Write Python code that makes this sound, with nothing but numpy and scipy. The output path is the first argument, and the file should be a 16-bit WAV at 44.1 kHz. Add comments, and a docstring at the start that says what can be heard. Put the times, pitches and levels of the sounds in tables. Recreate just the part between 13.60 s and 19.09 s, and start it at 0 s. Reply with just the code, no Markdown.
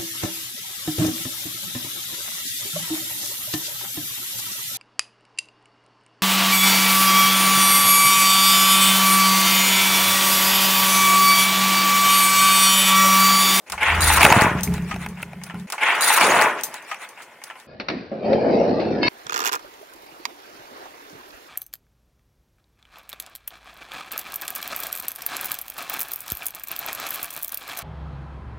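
"""A home-made wooden guillotine on a deck in quiet outdoor air: a rope drags, the catch clicks, the blade
carriage rubs down its rails, chatters through a disc and slams into the base; a shard pings, the rope flops.
First, microphones on the base and on the blade play together; then the blade's alone repeats the drop; last
comes its opening at quarter speed. Rubbing is filtered random slips; blows are noise puffs and ringing modes."""
import sys
import numpy as np
from scipy import signal
from scipy.fft import rfft, irfft, next_fast_len
from scipy.io import wavfile
from scipy.ndimage import uniform_filter1d, map_coordinates

SR = 44100
rng = np.random.default_rng(int(sys.argv[2]) if len(sys.argv) > 2 else 0)


def put_to_file(sound):
    """Save the sound as 16-bit audio at rate SR, in the file named by the first command-line argument."""
    columns = np.atleast_2d(sound).T  # one column per channel
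    safe = np.clip(columns, -1, 1)
    whole_steps = np.round(safe * 32767)
    wavfile.write(sys.argv[1], SR, whole_steps.astype(np.int16))


N = 241976

# Blade-side times [s] are those of the second showing; base-side times are those of the first, REPEAT earlier.
BLADE_FROM, BLADE_TO, REPEAT = 2.068, 4.07, 2.002
SLOW_AT = 4.068  # s, start of the third showing
# The catch is pulled, the carriage runs free, binds until FREE_S, lands, and judders against the base [s]
PULL_S, PULL_END_S, RELEASE_S, FREE_S, LAND_S, JUDDER_END_S = 2.122, 2.136, 2.176, 2.325, 2.568, 2.847

# ringing of the steel blade: (frequency [Hz], level [dB], t60 [s])
STEEL_MODES = [(3960, -3.5, .05), (6875, -7, .03), (6740, -5.5, 0.048), (8770, 3.5, 0.046),
               (10090, -5.5, 0.064), (10710, 1, 0.05), (11930, -12.5, 0.036), (12330, -4, 0.033),
               (14920, -9, .04), (17700, 4, 0.02), (19400, -10, .04), (20200, -11, 0.035)]
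# spectrum of a crisp snap: (frequency [Hz], level [dB])
SNAP_SPECTRUM = [(1000, -27.5), (3000, -2), (6000, 2), (7800, 2), (9200, 4.5), (11000, -0.5), (13000, -8.5),
                 (15500, -2.5), (17800, 0.5), (19800, -9), (22000, -14)]
# spectrum of struck wood: (frequency [Hz], level [dB])
WOOD_SPECTRUM = [(100, -35.5), (400, -19.5), (850, 4), (1200, -4), (2200, -0.5), (2900, -3.5),
                 (3800, -23.5), (8000, -26), (20000, -45.5)]
# the base jumping on the deck: (time [s], level [dB], ring of the deck [dB])
BASE_THUMPS = [(0.646, -7.5, -42), (0.662, -11.5, -46), (0.715, -9.5, -44), (0.764, -6.5, -38),
               (0.773, -6.5, -42), (0.819, -7.5, -42), (0.846, -10.5, -36), (0.864, -12, -31),
               (0.914, -14.5, -29), (0.951, -12.5, -28.5), (1.071, -22.5, -19.5), (1.339, -22.5, -27.5),
               (1.461, -33, -36), (1.626, -30, -37), (1.743, -36, -36.5), (1.939, -26, -32.5)]
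# resonances of the base's feet: (frequency [Hz], width [Hz], level [dB])
FOOT_RESONANCES = [(108, 110, -1), (230, 220, 1.5), (477, 220, -6.5)]

AGE = np.arange(SR // 6) / SR  # seconds since a blow


def amp(db):
    """Decibels to gain."""
    return np.exp(np.asarray(db) * (np.log(10) / 20))


def unit(x):
    """Each channel at rms 1."""
    return x / np.sqrt(np.mean(x ** 2, axis=-1, keepdims=True) + 1e-20)


def crest(x):
    """Peak 1."""
    return x / (np.abs(x).max() + 1e-12)


def wobble(rate):
    """A smooth random curve, rate knots a second."""
    coarse = np.linspace(0, N, N // 32)
    knots = rng.standard_normal(int(N * rate / SR) + 4)
    curve = map_coordinates(knots, [coarse * rate / SR])
    return np.interp(np.arange(N), coarse, curve)


def filtered(x, response):
    """x times a response of frequency."""
    n = x.shape[-1]
    m = next_fast_len(n + SR // 8)
    spectrum = rfft(x, m) * response(np.fft.rfftfreq(m, 1 / SR))
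    return irfft(spectrum, m)[..., :n]


def low_pass(x, top_hz):
    """A steep band limit."""
    return filtered(x, lambda hz: 1 / np.sqrt(1 + (hz / top_hz) ** 200))


def colour(points):
    """The response through (Hz, dB) points on a log axis."""
    f, db = np.transpose(points)
    return lambda hz: amp(np.interp(np.log(hz + 1), np.log(f), db))


def body(resonances):
    """The causal response of (Hz, width Hz, dB) resonances, summed with alternating sign."""
    def response(f):
        total = 0
        for k, (centre, width, db) in enumerate(resonances):
            band = 1j * f * width / (centre * centre - f * f + 1j * f * width)
            total = total + (-1) ** k * amp(db) * band
        return total
    return response


def fade(t60, rise=0.0001):
    """The envelope of a blow: a quick rise and an exponential decay of 60 dB in t60 seconds."""
    return np.exp(-np.log(1000) * AGE / max(t60, .001)) * (1 - np.exp(-AGE / rise))


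def burst(spectrum, envelope):
    """A mid and side puff of coloured noise with peak 1."""
    return crest(filtered(rng.standard_normal((2, len(AGE))), colour(spectrum)) * envelope)


def ring(modes, scatter_db, detune):
    """Mid and side ringing, peak 1; each blow shares its force anew among the modes and shifts their pitch."""
    pitch = 1 + detune * rng.standard_normal()
    total = np.zeros((2, len(AGE)))
    for hz, db, t60 in modes:
        level = amp(db + scatter_db * rng.standard_normal())
        phase = rng.random((2, 1))
        total += level * fade(t60) * np.sin(2 * np.pi * (pitch * hz * AGE + phase))
    return crest(total)


def add(track, s, sound):
    """Lay a sound into a track at time s."""
    track[..., round(s * SR):][..., :sound.shape[-1]] += sound


def slips(rate, spread_db):
    """Random tiny slips of uneven force, rate a second, as mid and side impulses."""
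    force = (rng.random(N) < rate / SR) * amp(spread_db * rng.standard_normal(N))
    return force * rng.standard_normal((2, N))


def patchy(x, depth_db, hz_size, time_size):
    """The contact points travel, so resonances swell and fade in patches of the spectrogram."""
    z = signal.stft(x, nperseg=512)[2]
    field = uniform_filter1d(rng.standard_normal(z.shape[1:]), hz_size, 0)
    field = uniform_filter1d(field, time_size, 1)
    return signal.istft(z * amp(depth_db * field / field.std()), nperseg=512)[1][:, :N]


def stroke(start, end, attack_s, sag_db_per_s, release_db_per_s):
    """The gain of one spell of contact: it rises, sags (or swells if negative) and dies away after its end."""
    t = np.arange(N) / SR
    held = np.clip(t - start, 0, abs(end - start))
    after = np.maximum(t - end, 0)
    attack = np.clip((t - start) / max(attack_s, .001), 0, 1)
    return attack * amp(-sag_db_per_s * held - abs(release_db_per_s) * after)


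def together(*parts):
    """The gain of unrelated (dB, envelope) parts sounding at once: their powers add."""
    return np.sqrt(sum((amp(db) * envelope) ** 2 for db, envelope in parts))


def outdoor_air():
    """Quiet outdoor air: steady coloured noise, independent in mid and side."""
    # (frequency [Hz], level [dB])
    air_spectrum = [(25, -38.5), (60, -16), (150, -4), (600, 4), (2500, -12.5), (5000, -18.5),
                    (14000, -17.5), (20000, -36.5)]
    return amp(-56.5) * unit(filtered(rng.standard_normal((2, N)), colour(air_spectrum)))


def sway():
    """How strongly frame and deck shake: a little at the pull, more in the run, and after each thump."""
    t = np.arange(N) / SR
    land_s = LAND_S - REPEAT
    pull = stroke(PULL_S - REPEAT - .025, FREE_S - REPEAT, attack_s=0.022, sag_db_per_s=10.5,
                  release_db_per_s=100)
    run = stroke(0.25, land_s, attack_s=.11, sag_db_per_s=-5, release_db_per_s=87.5)
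    rings = together(*[(db, stroke(s, s, attack_s=0.016, sag_db_per_s=0, release_db_per_s=59))
                       for s, _, db in BASE_THUMPS])
    frame_ring_db = -3.5 - 9.5 * (t - land_s)  # against the deck; the frame settles sooner
    frame = together((-45, pull), (-25.5, run), (frame_ring_db, rings))
    deck = together((-50.5, pull), (-42, run), (0, rings))
    return frame, deck


def shake(modes, drift, waver_db):
    """Low modes beating against each other, each drifting in phase (by cycles) and wavering in level."""
    t = np.arange(N) / SR
    total = np.zeros(N)
    for hz, db in modes:
        level = amp(db + waver_db * wobble(22))
        total += level * np.sin(2 * np.pi * (hz * t + drift * wobble(11)))
    return unit(total)


def structure():
    """Frame and deck hum while the carriage runs and ring after thumps: slow modes plus formless rumble."""
    # slow shaking: (frequency [Hz], level [dB])
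    frame_modes = [(80, -7), (60, -13), (299, -22.5)]
    deck_modes = [(143, -7), (177, -1), (206, -8.5), (415, -21)]
    # the formless part: (frequency [Hz], level [dB])
    frame_rumble = [(20, -12.5), (45, 1.5), (90, -4.5), (160, -5), (260, -16.5), (430, -14.5), (700, -41.5)]
    deck_rumble = [(60, -26), (125, -8), (160, 0), (210, -3.5), (270, -20.5), (400, -17), (700, -46.5)]

    def rumble(spectrum):
        return unit(filtered(rng.standard_normal(N), colour(spectrum)))
    frame_gain, deck_gain = sway()
    frame = shake(frame_modes, drift=0.22, waver_db=1.5) + amp(-7.0) * rumble(frame_rumble)
    deck = shake(deck_modes, drift=0.29, waver_db=3.5) + amp(-6.5) * rumble(deck_rumble)
    return frame_gain * frame + deck_gain * deck


def swings():
    """The carriage rocks about seven times a second; each swing is one soft swell of dry rub and hiss."""
    # (time [s], dry rub level [dB], hiss level [dB])
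    swing_times = [(2.986, -34, -44.5), (3.157, -38, -43.5), (3.297, -43.5, -46), (3.43, -39, -44.5),
                   (3.609, -43, -52), (3.725, -58, -68), (3.868, -47, -47.5), (4.005, -51.5, -53)]
    t = np.arange(N) / SR
    swells = np.zeros((2, N))
    for s, rub_db, hiss_db in swing_times:
        swells += amp([[rub_db], [hiss_db]]) * np.exp(-.5 * ((t - s) / .021) ** 2)
    return swells


def friction():
    """How hard each spell of contact drives the boards, the frame's boom, the dry rub, hiss and steel."""
    # the rope tightens and drags over the frame, then pulls the scraping catch out
    rope = stroke(2.06, RELEASE_S, attack_s=0.018, sag_db_per_s=-2, release_db_per_s=198)
    pull = stroke(PULL_S, PULL_END_S, attack_s=0.0091, sag_db_per_s=-1, release_db_per_s=518.5)
    # the carriage runs down the rails, binding against them at first
    fall = stroke(RELEASE_S, LAND_S, attack_s=0.093, sag_db_per_s=2.0, release_db_per_s=298.5)
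    bind = stroke(2.205, FREE_S, attack_s=0.026, sag_db_per_s=8.5, release_db_per_s=320.5)
    # the blade chatters through the slots of the neck board until it lands
    slots = stroke(2.405, LAND_S, attack_s=.025, sag_db_per_s=6, release_db_per_s=399)
    # the landed carriage judders against the base, each layer at its own pace
    crush_s = 2.595
    judder = stroke(LAND_S, JUDDER_END_S, attack_s=0.016, sag_db_per_s=-2.0, release_db_per_s=118)
    heave = stroke(crush_s, JUDDER_END_S, attack_s=.035, sag_db_per_s=28, release_db_per_s=86.5)
    crush = stroke(crush_s, JUDDER_END_S, attack_s=.015, sag_db_per_s=27.5, release_db_per_s=134)
    grind = stroke(crush_s, JUDDER_END_S, attack_s=.008, sag_db_per_s=35, release_db_per_s=206)
    # it drops back after a hop, over a tremble that dies down
    rebound = stroke(2.74, 2.854, attack_s=.03, sag_db_per_s=0.5, release_db_per_s=165)
    tremble = stroke(LAND_S, BLADE_TO, attack_s=.05, sag_db_per_s=12.5, release_db_per_s=100)
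    swing_rub, swing_hiss = swings()

    boards = together((-51.5, rope), (-29, pull), (-24.5, fall), (-29.5, bind), (-27, slots),
                      (-19, judder), (-21, rebound), (-39.5, tremble), (-1.5, swing_rub))
    boom = together((-52.5, rope), (-42, fall), (-19.5, heave), (-45, tremble))
    rub = together((-47, rope), (-35, pull), (-27, fall), (-18, bind), (-26, slots),
                   (-18.5, crush), (-26, rebound), (-39, tremble), (0, swing_rub))
    hiss = together((-55.5, rope), (-43.5, pull), (-40, fall), (-40.5, bind), (-26.5, slots),
                    (-24.5, grind), (-49.5, tremble), (0, swing_hiss))
    steel = together((-19, slots), (-31.5, grind))
    return boards, boom, rub, hiss, steel


def timber(hz):
    """The boards favour their resonances."""
    # (frequency [Hz], width [Hz], level above the rest [dB])
    grain = [(430, 72, 2), (701, 21, 7), (858.6, 16, 10.5), (976, 52, 3), (1069, 95, 2), (1340, 15, 1),
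             (1450, 57, 3.5), (1810, 20, 2.5), (1944, 29, 2.5), (2110, 29, 2), (2240, 98, 2.5),
             (2580, 160, 2.5)]
    return amp(sum(db / (1 + (2 * (hz - centre) / width) ** 2) for centre, width, db in grain))


def slide():
    """Stick-slip on the rails sounds the boards, the frame and the loose steel blade."""
    # spectra of boards, boom, dry rub and hiss: (frequency [Hz], level [dB])
    boards_spectrum = [(100, -42.5), (300, -14.5), (520, -10), (720, -5.5), (880, -1), (1100, -1),
                       (1400, -2.5), (1900, -9), (4000, -48)]
    boom_spectrum = [(30, -66.5), (70, -20), (130, -10.5), (250, -4), (430, -1.5), (620, 4.5), (900, -10.5),
                     (2000, -49.5)]
    rub_spectrum = [(500, -41.5), (1100, -18), (1550, -2), (1950, 1), (2350, -1.5), (2850, -6), (3400, -12),
                    (4300, -30), (6500, -36.5), (12000, -59.5)]
    hiss_spectrum = [(1500, -28.5), (3500, 6.5), (5000, 2), (6800, 5), (8000, 0.5), (10200, 3.5),
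                     (11500, -4.5), (13500, -13.5), (15500, -6), (18000, -2), (20500, -4), (22000, -20)]
    boards_gain, boom_gain, rub_gain, hiss_gain, steel_gain = friction()
    rocking = amp(0.27 * wobble(170) + 0.86 * wobble(35))  # the carriage rocks between the rails

    def wooden(spectrum):
        sound = filtered(slips(rate=9000, spread_db=2.5), lambda hz: colour(spectrum)(hz) * timber(hz))
        return unit(patchy(sound, depth_db=1.66, hz_size=2, time_size=8))

    def glinting(sound):
        return unit(patchy(sound, depth_db=5.5, hz_size=7, time_size=4))
    boards = boards_gain * wooden(boards_spectrum)
    boom = boom_gain * wooden(boom_spectrum)
    rub = rub_gain * wooden(rub_spectrum)
    grit = filtered(slips(rate=14000, spread_db=2.0), colour(hiss_spectrum))
    # the slots damp the blade while they touch, so its resonances are broad
    blade = body([(hz, 6.5 / t60, db) for hz, db, t60 in STEEL_MODES])
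    steel = filtered(slips(rate=2000, spread_db=0.5), blade)
    bent = np.arange(N) + np.cumsum(np.gradient(wobble(25)) * 4)  # changing pressure bends its pitch
    steel = np.array([map_coordinates(channel, [bent]) for channel in steel])
    treble = hiss_gain * glinting(grit) + steel_gain * glinting(steel)
    return boom + rocking * (boards + rub + treble)


def add_clicks(track):
    """Catch, rope and splinters click: a snap with a weak scatter from the frame, over a wooden body."""
    # (time [s], level [dB], wooden body against the snap [dB], t60 of the snap [s])
    click_times = [(2.1013, -19.5, -6.5, 0.017), (2.1228, -14, -12.5, 0.0084), (2.1264, -21, -1, 0.015),
                   (2.2341, -20.5, -2, 0.015), (2.351, -24.5, -3.5, 0.075), (2.6104, -9, -12, .014),
                   (2.7647, -18, -1, .012), (2.8133, -12, -2, .012), (2.8214, -11, 2, .012),
                   (3.0101, -22, -8, .018), (3.1415, -20, -24, 0.011), (3.3444, -29.5, 5, .012),
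                   (3.4176, -33, -2, 0.022), (3.62, -36.5, -6, 0.14), (3.8382, -23, -14, 0.029),
                   (3.9993, -36, -8, 0.019)]
    for s, db, wood_db, t60 in click_times:
        snap = burst(SNAP_SPECTRUM, fade(t60) + amp(-21) * fade(0.19))
        wood = burst(WOOD_SPECTRUM, fade(2 * t60))
        add(track, s, amp(db) * (snap + amp(wood_db) * wood))


def add_clacks(track):
    """Wood knocks on wood: a noisy thud with a longer tail and one ringing plank mode."""
    # (time [s], level before a 3 dB cut [dB], plank ring [Hz], t60 of the thud's start [s])
    clack_times = [(2.1804, -16, 2213, 0.076), (2.501, -5.5, 865, 0.12), (2.576, -3, 1071, 0.081),
                   (2.611, -2.5, 2338, 0.082), (3.314, -11.5, 1255, 0.065), (3.575, -29.5, 2440, 0.043),
                   (3.817, -30.5, 2220, 0.056), (3.9, -22, 1740, 0.035), (3.909, -25, 1340, 0.076),
                   (3.955, -29.5, 1037, 0.056)]
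    for s, db, hz, t60 in clack_times:
        plank = ring([(hz, 0, 1.5 * t60)], scatter_db=0, detune=0)
        thud = burst(WOOD_SPECTRUM, fade(t60) + amp(-2.5) * fade(3 * t60))
        add(track, s, amp(db - 3) * (thud + amp(-8) * plank))


def add_clinks(track):
    """The blade strikes its slots and the disc: steel modes ring behind a tiny snap."""
    # (time [s], level before a 3.5 dB cut [dB])
    clink_times = [(2.4091, -7.5), (2.4214, -6), (2.4431, -5), (2.4753, -10.5), (2.5262, -7),
                   (2.5646, -7.5), (2.571, -7), (2.6668, -9.5)]
    for s, db in clink_times:
        blade = ring(STEEL_MODES, scatter_db=3, detune=.008)
        snap = burst(SNAP_SPECTRUM, fade(0.0034))
        add(track, s, amp(db - 3.5) * (blade + amp(-4.0) * snap))


def add_skips(track):
    """A shard of the disc lands and skips: high modes ping with a snap and its scatter."""
    # (time [s], level before a 0.5 dB lift [dB])
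    skip_times = [(3.035, -12), (3.2241, -40), (3.3877, -49), (3.489, -33)]
    # ringing of the shard: (frequency [Hz], level [dB], t60 [s])
    shard_modes = [(6300, 0, 0.098), (6220, 7.5, 0.032), (6960, -14, 0.06), (7960, -5, 0.058),
                   (8970, 0, 0.11), (9000, -25, 0.055), (9850, -21, .06), (11000, -8, 0.16),
                   (11480, -8, 0.091), (14100, -17, .07), (13500, -15, .06), (14000, -4, 0.12)]
    for s, db in skip_times:
        shard = ring(shard_modes, scatter_db=2, detune=.002)
        snap = burst(SNAP_SPECTRUM, fade(0.011) + amp(-9.5) * fade(0.18))
        add(track, s, amp(db + 0.5) * (amp(-2.5) * shard + amp(-1) * snap))


def contacts():
    """Single blows near the blade; such small parts radiate little below 220 Hz."""
    track = np.zeros((2, N))
    add_clicks(track)
    add_clacks(track)
    add_clinks(track)
    add_skips(track)
    return filtered(track, lambda hz: hz ** 2 / (hz ** 2 + 220 ** 2))


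def thumps():
    """The base jumps on the deck: short pushes ring its feet, and it chatters between the big thumps."""
    feet = np.zeros(N)
    push = crest(filtered(fade(0.0062, rise=0.00049), body(FOOT_RESONANCES)))
    for s, db, _ in BASE_THUMPS:
        add(feet, s, amp(db) * push)
    jumping = stroke(0.744, 0.76, attack_s=0.0079, sag_db_per_s=19, release_db_per_s=90)
    rattle = unit(filtered(slips(rate=300, spread_db=3)[0], body(FOOT_RESONANCES[:2])))
    return feet + amp(-29) * jumping * rattle


def knocks():
    """The carriage hits the base, then small knocks on the frame: crushing noise through wood resonances."""
    # (time [s], dull level before a 2.5 dB lift [dB], bright level before a 0.5 dB lift [dB])
    knock_times = [(0.615, -9, -9), (0.629, -14, 0.5), (0.642, -15, -4), (0.649, -1.5, 2), (0.662, -4, -19),
                   (0.701, -8, -24), (0.723, 0, -4.5), (1.073, -31, -22), (1.121, -32, -37),
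                   (1.178, -29, -27.5), (1.36, -25.5, -33), (1.461, -23, -21), (1.627, -25, -20),
                   (1.731, -30.5, -32.5), (1.864, -42, -32.5), (1.943, -30.5, -37.5)]
    # resonances of the base: (frequency [Hz], width [Hz], level [dB])
    dull_resonances = [(610, 180, -3.5), (870, 220, 0), (1438, 140, -0.5), (1900, 880, -12)]
    bright_resonances = [(1930, 520, -6.5), (2210, 240, 6), (2600, 260, 2), (3350, 150, -9.5),
                         (3880, 240, -14.5), (9900, 490, -10), (14500, 530, -13.5)]

    def crushed(resonances):
        fibres = rng.standard_normal(len(AGE)) * fade(0.016, rise=0.0016)  # they give for a few ms
        return crest(filtered(fibres, body(resonances)))
    track = np.zeros(N)
    for s, dull_db, bright_db in knock_times:
        add(track, s, amp(dull_db + 2.5) * crushed(dull_resonances))
        add(track, s, amp(bright_db + 0.5) * crushed(bright_resonances))
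    return track


def base_camera():
    """Shocks come straight through the wood, so both channels are alike."""
    return structure() + thumps() + knocks()


def blade_camera():
    """The whole drop in left and right, over quiet outdoor air."""
    # side against mid: (frequency [Hz], level [dB])
    width = [(100, -37), (380, -29), (700, -16.5), (1290, -11.5), (2380, -11), (4400, 1.5), (8100, -5),
             (15000, -4)]
    mid, side = outdoor_air() + slide() + contacts()
    side = filtered(side, colour(width))
    return np.array([mid + side, mid - side]) * amp([[.35], [-.35]])  # left slightly louder


def slowed(x):
    """Quarter speed: samples spread four apart and low-passed last four times as long, two octaves lower."""
    slow_from, slowdown, top_hz = 2.0685, 4, 5800  # s, times, Hz
    spread = np.zeros((2, N + SR // 8))
    slow_samples = spread[:, round(SLOW_AT * SR)::slowdown]
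    slow_samples[:] = slowdown * x[:, round(slow_from * SR):][:, :slow_samples.shape[1]]
    return low_pass(spread, top_hz)[:, :N]


def scene():
    """Three showings of the same drop, cut one after the other; the third ends as the chatter begins."""
    t = np.arange(N) / SR

    def shot(start, end):
        return np.clip(np.minimum(t - start, end - t) / .004, 0, 1)  # 4 ms fades
    drop = blade_camera()
    early = np.roll(drop, -round(REPEAT * SR), axis=1)
    first = early * shot(0, BLADE_FROM) + base_camera() * shot(BLADE_FROM - REPEAT, BLADE_FROM)
    second = drop * shot(BLADE_FROM, BLADE_TO)
    third = slowed(drop) * shot(SLOW_AT, N / SR)
    return first + second + third


def record(dry):
    """The slam overloads the input, which clips at full scale; a steep limit then cuts above 15850 Hz."""
    return low_pass(np.clip(dry, -1, 1), 15850)


dry = scene()
out = record(dry)
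put_to_file(out)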